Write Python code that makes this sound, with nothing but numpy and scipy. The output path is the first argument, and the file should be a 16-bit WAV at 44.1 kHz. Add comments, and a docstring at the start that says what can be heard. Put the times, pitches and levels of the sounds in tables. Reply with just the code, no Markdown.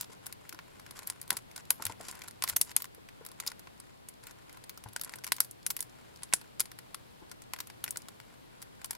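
"""Claws and jaws snap and click, legs scrape, bodies bump and wood knocks as two large beetles wrestle on
a piece of bark inside a foam box, close to a stereo camera microphone, in a quiet room with a faint hum.
Snaps are bursts of noise with short noisy echoes, shaped by resonances of tip, shell and wood; scraping
is random grains through the same resonances, bumps and knocks are damped swings with a rough thud, one
rasp is a swelling grind, and the room is coloured noise with two wavering mains hum tones."""
import sys
import numpy as np
from scipy import signal
from scipy.fft import rfft, irfft, next_fast_len
from scipy.io import wavfile
from scipy.ndimage import uniform_filter1d, map_coordinates

SR = 44100
rng = np.random.default_rng(int(sys.argv[2]) if len(sys.argv) > 2 else 0)


def put_to_file(sound):
    """Save the sound as 16-bit audio at rate SR, in the file named by the first command-line argument."""
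    columns = np.atleast_2d(sound).T  # one column per channel
    safe = np.clip(columns, -1, 1)
    whole_steps = np.round(safe * 32767)
    wavfile.write(sys.argv[1], SR, whole_steps.astype(np.int16))


def convert_level_to_amplitude(level_db):
    """Map a level in decibels to its linear amplitude factor."""
    exponent = np.asarray(level_db, float) / 20
    return 10 ** exponent


N = 395577


def unit(x):
    """Normalisation: x scaled to rms 1."""
    return x / np.sqrt(np.mean(x ** 2) + 1e-20)


def wobble(rate):
    """Slow modulation: a smooth curve through random knots, rate of them a second."""
    return map_coordinates(rng.standard_normal(int(N * rate / SR) + 4), [np.arange(N) * rate / SR])


def filtered(x, response):
    """Linear filtering: the spectrum of x times a complex response of frequency."""
    m = next_fast_len(N + 8192)
    return irfft(rfft(x, m) * response(np.fft.rfftfreq(m, 1 / SR)), m)[..., :N]


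def coloured(points):
    """Spectral shaping: noise of rms 1 whose spectrum follows the (Hz, dB) points."""
    hz, db = np.transpose(points)
    gain = lambda f: convert_level_to_amplitude(np.interp(np.log(f + 1), np.log(hz + 1), db))
    return unit(filtered(rng.standard_normal(N), gain))


# Noise floor in the sum of the two ports. Each row: frequency in Hz, relative level in dB.
ROOM_SUM = [(16, -44.5), (28, -2.5), (45, -11), (75, -3.5), (165, -4.5), (220, -8), (571, -13),
            (996, -14.5), (1260, -17), (1400, -17), (1650, -17), (4400, -20), (6000, -27.5), (12000, -26),
            (15600, -34.5)]
# Noise floor in the difference of the two ports. Each row: frequency in Hz, relative level in dB.
ROOM_DIFFERENCE = [(16, -31.5), (28, -4), (319, -3.5), (571, -8), (896, -8.5), (1200, -13.5), (1780, -18),
                   (4400, -23.5), (6000, -28.5), (12000, -30), (15600, -40)]
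# Mains hum tones. Each row: frequency in Hz, level in dB before the wavering.
HUM_TONES = [(120, -64.5), (180, -75.5)]


def room():
    """Sum-and-difference stereo: the microphone's matrix lifts the difference, so lows are partly out of phase."""
    mid = convert_level_to_amplitude(-61.5 + 0.94 * wobble(3.0)) * coloured(ROOM_SUM)
    side = convert_level_to_amplitude(-55.0 + 0.53 * wobble(3.8)) * coloured(ROOM_DIFFERENCE)
    t = np.arange(N) / SR
    hum = np.zeros(N)
    for hz, db in HUM_TONES:
        level = convert_level_to_amplitude(db - 3.5 + 2.5 * wobble(7.5))
        hum += level * np.sin(2 * np.pi * hz * t + 0.3 * wobble(6))
    return np.array([mid + hum + side, mid + 0.46 * hum - side])


# Resonances of the bark. Each row: centre in Hz, width in Hz, gain in dB.
WOOD_MODES = [(404, 4100, -9.5), (1025, 148, 4.5), (1417, 137, 2.5), (2090, 810, 0.5)]
# Resonances of the beetle's shell. 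Each row: centre in Hz, width in Hz, gain in dB.
SHELL_MODES = [(3290, 1840, -3.5), (5070, 1370, 2), (7360, 490, 0)]
# Resonances of the sharp tip of claw or jaw. Each row: centre in Hz, width in Hz, gain in dB.
TIP_MODES = [(8960, 5200, -6.5), (11100, 2800, 1), (12630, 3200, -7.5), (14700, 2500, -19.5)]


def ring(modes, scatter_db=0, shift=0):
    """Modal superposition: summed causal resonances, with gains and pitches optionally scattered at random."""
    hz, width, db = np.transpose(modes)
    luck = rng.standard_normal((2, len(modes)))
    gains = convert_level_to_amplitude(db + scatter_db * luck[0])
    hz = hz * np.exp(shift * luck[1])

    def response(f):
        total = 0
        for k in range(len(modes)):
            damping = 1j * f * width[k]
            total = total + (-1) ** k * gains[k] * damping / (hz[k] ** 2 - f * f + damping)
        return total
    return response


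def hard(x):
    """Resonant filtering: x heard through tip and shell, at rms 1."""
    return unit(filtered(x, lambda f: ring(TIP_MODES)(f) + 1.05 * ring(SHELL_MODES)(f)))


def slips(rate, spread_db):
    """Stick-slip: tiny hooks let go at random, each an uneven burst of noise partly alike at both ports."""
    grains = (rng.random(N) < rate / SR) * convert_level_to_amplitude(spread_db * rng.exponential(size=N).clip(0, 3))
    decay = convert_level_to_amplitude(-60 * np.arange(SR // 20) / SR / 0.017)  # falls 60 dB in 17 ms
    flare = signal.fftconvolve(grains, decay)[:N]
    return unit(flare * (rng.standard_normal(N) + 0.91 * rng.standard_normal((2, N))))


DRAG_WOOD_DB, DRAG_WOOD_FOLLOWS = -37.5, 0.32  # the wood under a drag grows by this share of its level
# Legs dragging over bark. Each row: start in seconds, length in seconds, level in dB before smoothing.
DRAGS = [(0.0, 0.048, -48.5), (0.099, 0.051, -54.5), (0.964, 0.023, -50), (1.067, 0.057, -55),
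         (1.311, 0.082, -56), (1.559, 0.051, -57), (1.802, 0.041, -53.5), (1.849, 0.07, -51.5),
         (1.996, 0.06, -57), (2.041, 0.07, -51), (2.12, 0.15, -63), (5.055, 0.13, -65),
         (2.463, 0.077, -53.5), (2.669, 0.052, -54.5), (3.464, 0.045, -49), (4.265, 0.044, -60),
         (6.599, 0.021, -35.5)]


def drags():
    """Friction excitation: strokes with soft ends, made of dense slips, ring tip and shell and the wood below."""
    bright, dull = np.zeros((2, N))
    for s, length, db in DRAGS:
        at = slice(round(s * SR), round((s + length) * SR))
        bright[at] = convert_level_to_amplitude(db)
        dull[at] = convert_level_to_amplitude(DRAG_WOOD_DB + DRAG_WOOD_FOLLOWS * db)
    bright, dull = uniform_filter1d([bright, dull], size=350, axis=1)
    friction = slips(rate=600, spread_db=2.5)
    woody = unit(filtered(friction, ring(WOOD_MODES)))
    return bright * hard(friction) + dull * woody


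TICK_DB, TICK_FOLLOWS = -44, .45  # stray ticks grow with effort by this share
# How hard the feet work on the bark. Each row: time in seconds, effort in dB.
FOOT_EFFORT = [(0.0, -65.5), (1.02, -60), (1.57, -74), (1.96, -63), (2.07, -58.5), (2.36, -68.5),
               (2.92, -79), (3.45, -56.5), (3.6, -69), (4.3, -63), (4.9, -68), (5.1, -62), (5.3, -75),
               (5.45, -88.5), (5.95, -65.5), (7.17, -78), (7.47, -70.5), (8.97, -65)]


def rubbing_feet():
    """Amplitude-modulated friction: stray claws tick and feet rub, both following the effort."""
    effort_db = np.interp(np.arange(N) / SR, *np.transpose(FOOT_EFFORT))
    stray = convert_level_to_amplitude(TICK_DB + TICK_FOLLOWS * effort_db) * hard(slips(rate=6, spread_db=6.0))
    unrest_db = 4.5 * wobble(16)
    rub = convert_level_to_amplitude(effort_db + unrest_db) * slips(rate=260, spread_db=4.0)

    def bodies(f):
        wood = convert_level_to_amplitude(7.5) * ring(WOOD_MODES)(f)
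        return wood + convert_level_to_amplitude(-2.5) * ring(SHELL_MODES)(f) + convert_level_to_amplitude(-2) * ring(TIP_MODES)(f)
    return stray + filtered(rub, bodies)


JUDDER_GAP_S = .0019
# Clear snaps of claws and jaws. Each row: time in seconds, strength of the tip in dB (rms over about 5 ms,
# before panning), bluntness in dB (wood over tip).
SINGLE_SNAPS = [(0.011, -31, -19), (0.2597, -47, -6), (0.2661, -37, -13), (0.3261, -41, -8.5),
                (0.493, -41, -10), (0.526, -48, 3), (0.5461, -56, 6), (0.5899, -59.5, 16.5),
                (0.7972, -53, -0.5), (0.864, -55, 5), (0.9097, -44.5, -7.5), (0.9911, -43, -7),
                (1.031, -52.5, -3), (1.0728, -32, -28), (1.1001, -31.5, -14), (1.215, -38.5, -18),
                (1.2279, -52, -11), (1.2778, -49, -9), (1.2915, -54, -20), (1.3035, -35, -11),
                (1.3056, -24, -5.5), (1.328, -38, -16), (1.5618, -40, -9.5), (1.5133, -55, -1),
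                (1.5779, -47.5, 1.5), (1.7057, -18.5, -14.5), (1.8231, -39, 0), (1.8534, -29, -13),
                (1.8663, -32.5, -8), (1.9216, -51.5, 4.5), (2.0304, -56, -12), (2.011, -48, -2),
                (2.085, -41, -6), (2.1128, -40, -20), (2.126, -64, 8), (2.153, -50.5, -6),
                (2.1913, -54.5, -3.5), (2.2373, -49, -8), (2.2185, -47.5, 3.5), (2.277, -51.5, -4),
                (2.2825, -43, -5.5), (2.31, -50, -6), (2.4233, -32.5, -3), (2.4389, -27, -5.5),
                (2.4771, -37.5, -2), (2.497, -31.5, -9.5), (2.5632, -28, -15), (2.5664, -21, -16.5),
                (2.614, -18.5, -22), (2.7071, -52.5, -5.5), (2.7153, -49, 0), (2.7651, -18, -19.5),
                (2.8025, -49, 0), (2.8542, -49, -3), (2.9476, -51.5, -14), (2.8213, -34, -19.5),
                (2.8432, -43, -3), (3.088, -58.5, 9.5), (3.25, -47.5, -9), (3.264, -41, -10),
                (3.2873, -53, -4), (3.3164, -52, -1), (3.401, -36, -5), (3.4646, -38, -11),
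                (3.5171, -48, 3), (3.5944, -49, -9), (3.672, -69, 20.5), (3.801, -45, -12),
                (4.087, -41, -19), (4.2377, -53, -3.5), (4.4951, -57.5, 5), (4.5717, -58, 5),
                (4.6414, -54, -1), (4.2694, -45, -8.5), (4.31, -54.5, 2), (4.5276, -52, -16),
                (4.6951, -39.5, -9.5), (4.7754, -48, -3), (4.8386, -48, -6), (4.8869, -53.5, -7),
                (4.9328, -50, -14), (4.963, -36, 1.5), (4.9957, -51, -1), (5.0135, -32, -14.5),
                (5.0361, -39.5, -13), (5.0468, -38, -19), (5.0945, -46.5, 0), (5.1233, -53.5, -19),
                (5.1377, -51, 11), (5.157, -43.5, -21), (5.186, -52.5, 2), (5.2385, -48, 1.5),
                (5.244, -36.5, -6.5), (5.267, -40.5, -5), (5.2752, -42.5, -2), (5.3208, -24, -3),
                (5.286, -54.5, 3), (5.365, -41.5, -17), (5.3834, -55, 9), (5.4046, -18.5, -16),
                (5.447, -44, -16), (5.5112, -41.5, -67), (5.665, -26.5, -15), (5.7662, -33, -17.5),
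                (5.7915, -46.5, -3), (5.8056, -29, -29), (5.816, -46, -20), (5.8259, -38, -16),
                (6.222, -62, 9), (6.2334, -37, -11), (6.4139, -55.5, 5), (6.327, -58.5, 24.5),
                (6.3368, -18, -12.5), (6.5971, -29, -16), (6.6047, -22, -17), (6.656, -48.5, -3),
                (6.7163, -48.5, -1), (6.7885, -46, -3), (6.9452, -38, -4), (7.315, -45, -3),
                (7.42, -50, -8), (7.563, -54, 4), (7.5357, -37.5, 2), (7.5877, -49.5, 5), (7.6037, -35, -8),
                (7.672, -47, -12), (7.7, -52, 3.5), (7.841, -29.5, -11.5), (7.863, -61, 14),
                (7.8786, -47.5, 7.5), (7.8888, -50, -14), (7.9077, -30.5, -41), (7.9249, -55, -5),
                (7.959, -51.5, 8.5), (7.972, -32.5, -18), (8.0851, -48.5, 2.5), (8.201, -54.5, 6),
                (8.6182, -46.5, -12), (8.8159, -56, 5), (8.625, -43.5, -10), (8.845, -36, -9),
                (8.858, -44, -25), (8.909, -31, -13), (8.931, -49, -2), (8.9505, -50.5, 0.5)]
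# A jaw juddering along a hard edge, a quick run of snaps. Each row: start in seconds, length in seconds,
# mean strength in dB, bluntness in dB.
JUDDER_RUNS = [(1.3685, .003, -35.5, -11), (2.4863, .0125, -36.5, -12), (5.703, 0.0056, -32.5, -13.5)]


def contacts():
    """Repeated impact: single snaps, and judder runs with slightly uneven timing and strength."""
    runs = []
    for s, length, db, blunt_db in JUDDER_RUNS:
        for at in np.arange(0, length, JUDDER_GAP_S):
            late = JUDDER_GAP_S * rng.uniform(0.024, 0.17)
            runs.append((s + at + late, db + 0.76 * rng.standard_normal(), blunt_db))
    return SINGLE_SNAPS + runs


LEAD_S = .002  # faint contact before a snap


def blow(db):
    """Impulsive excitation: a faint lead-in and a crack, then ragged rattle, box echoes and a room tail."""
    t = np.arange(4096) / SR
    noise = rng.standard_normal((5, len(t)))
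    after = t >= LEAD_S
    lead_in = convert_level_to_amplitude(-26.5 - 13 * (1 - t / LEAD_S))
    crack = np.where(after, convert_level_to_amplitude(-60 * (t - LEAD_S) / 0.00058), lead_in) * noise[0]
    crack = crack / np.linalg.norm(crack) * convert_level_to_amplitude(noise[1, :2, None])  # ports differ a little in level
    ragged = convert_level_to_amplitude(3.0 * unit(uniform_filter1d(noise[1], size=40)))
    crumbs = convert_level_to_amplitude(2.3 * unit(uniform_filter1d(noise[2], size=130)))  # bark keeps crackling unevenly
    rattle_db = -17.0 - 0.45 * (db + 27.0)  # hard snaps are cleaner, soft ones blunter
    rattle = ragged * convert_level_to_amplitude(rattle_db + 2.0 - 60 * t / 0.02)
    tail = crumbs * (convert_level_to_amplitude(rattle_db - 15 - 60 * t / 0.046) + convert_level_to_amplitude(-42.5 - 60 * t / 0.17))
    return crack + after * (rattle + tail) * (0.35 * noise[0] + noise[3:])  # partly different at each port


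def causal(gain):
    """Minimum phase: the promptest causal response with this gain, by folding its cepstrum."""
    fold = irfft(np.log(gain + 1e-9))
    half = len(fold) // 2
    fold[1:half], fold[half + 1:] = 2 * fold[1:half], 0
    return np.exp(rfft(fold))


SHELL_DB, SHELL_FOLLOWS = -1, 0.49  # the shell rings under the tip and takes this share of the bluntness
# the bare crack, broad from bass to treble, stands out more in hard snaps, less in the sharpest
BARE_DB, BARE_GROWS, BARE_FOLLOWS = -8, 0.16, 0.33


def snaps():
    """Impact on coupled bodies: a blunter snap drives shell and wood more against the tip; powers add."""
    out, hz = np.zeros((2, N + SR)), np.fft.rfftfreq(4096, 1 / SR)
    small = 1 / (1 - 1j * 7000 / (hz + 1)) ** 2  # the tiny tip radiates no lows
    thin = 1 / (1 - 1j * 550 / (hz + 1)) ** 2  # nor does the thin bark
    bare = 1 / (1 + 1j * hz / 7500) / (1 - 1j * 200 / (hz + 1))
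    lead = round(LEAD_S * SR)
    for s, db, blunt_db in contacts():
        shell_db = db + SHELL_DB + SHELL_FOLLOWS * blunt_db
        bare_db = db + BARE_DB + BARE_GROWS * (db + 17.5) + BARE_FOLLOWS * min(blunt_db, 0)
        dbs = np.array([db, shell_db, db + blunt_db, bare_db])
        tip = small * ring(TIP_MODES, 2.5, .05)(hz)
        shell = ring(SHELL_MODES, 2.5, .08)(hz)
        wood = thin * ring(WOOD_MODES, 2.5, .03)(hz)
        bodies = np.array([tip, shell, wood, bare])
        push = rfft(blow(max(dbs[:3])))
        # set each body's level by its rms from 1 ms before to 4 ms after the crack
        rung = irfft(push * bodies[:, None])
        onset = rung[:, :, lead - SR // 1000:lead + SR // 250]
        gains = convert_level_to_amplitude(dbs) / np.sqrt(np.mean(onset ** 2, axis=(1, 2)))
        together = causal(np.sqrt(gains ** 2 @ np.abs(bodies) ** 2))
        out[:, round(s * SR):][:, :rung.shape[2]] += irfft(push * together)
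    return out[:, lead:N + lead]  # cracks, not lead-ins, fall on the listed times


THUD_DB = 6  # start of the rough noise push over the swing, before the wood filters it
# Bumps and wood knocks, dull to bright. Each row: start in seconds, swing level in dB before damping, onset
# and panning, pitch in Hz.
BUMPS_AND_KNOCKS = [(0.096, -46.5, 454), (0.535, -45.5, 312), (1.3174, -27, 1780), (1.798, -30.5, 900),
                    (1.86, -41, 98.5), (1.897, -29, 910), (2.003, -35.5, 690), (2.522, -48.5, 90.2),
                    (2.98, -47.5, 453), (3.21, -40.5, 460), (4.859, -42, 109), (4.86, -35, 866),
                    (7.221, -45, 337), (7.221, -46, 864)]


def bumps_and_knocks():
    """Damped oscillation: one dying swing, low or knock-like, with a rough thud of the wood on top."""
    swings, push, t = np.zeros(N + SR), np.zeros(N + SR), np.arange(SR // 5) / SR
    for s, db, hz in BUMPS_AND_KNOCKS:
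        damping = convert_level_to_amplitude(db - 60 * t * hz / 18)  # falls 60 dB in 18 cycles
        swing = damping * np.sin(2 * np.pi * hz * t) * (1 - np.exp(-t / 0.001))
        swings[round(s * SR):][:len(t)] += swing
        rough = convert_level_to_amplitude(db + THUD_DB - 60 * t / 0.13) * rng.standard_normal(len(t))
        push[round(s * SR):][:len(t)] += rough
    thud = filtered(push[:N], lambda f: ring(WOOD_MODES)(f) / (1 + 1j * f / 1200) ** 3)
    return (swings[:N] + thud) * np.array([[1.2], [.7]])


RASP_S, RASP_LENGTH_S, RASP_DB = 3.47, 0.014, -27.5  # one jaw grinds hard across the other's shell


def rasp():
    """Continuous friction: a swelling grind, too dense for single slips, in upper shell and lowest tip modes."""
    size = round(RASP_LENGTH_S * SR)
    noise = rng.standard_normal((3, N))

    def body(f):
        modes = ring(SHELL_MODES[1:] + TIP_MODES[:1])(f)
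        return modes / (1 + 1j * f / 12000) / (1 - 1j * 3500 / (f + 1)) ** 2
    grind = unit(filtered(2 * noise[0] + noise[1:], body))
    swell = np.zeros(N)
    swell[round(RASP_S * SR):][:size] = convert_level_to_amplitude(RASP_DB) * np.hanning(size)
    return swell * grind


def scene():
    """Superposition: all sources add, panned a little to the left by level difference."""
    mix = room() + drags() + rubbing_feet() + snaps() + bumps_and_knocks() + rasp()
    return mix * convert_level_to_amplitude([[.8], [-.8]])  # dB, left and right


def roll_off(x):
    """The treble ends steeply here."""
    return signal.sosfilt(signal.butter(12, 17060, fs=SR, output="sos"), x)


def record(dry):
    """Band-limiting and saturation: the treble is cut off steeply near 16 kHz, the peaks clip at full scale."""
    band_limited = filtered(dry, lambda f: 1 / np.sqrt(1 + (f / 16000) ** 70))
    return roll_off(np.clip(band_limited, -1, 1))


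dry = scene()
out = record(dry)
put_to_file(out)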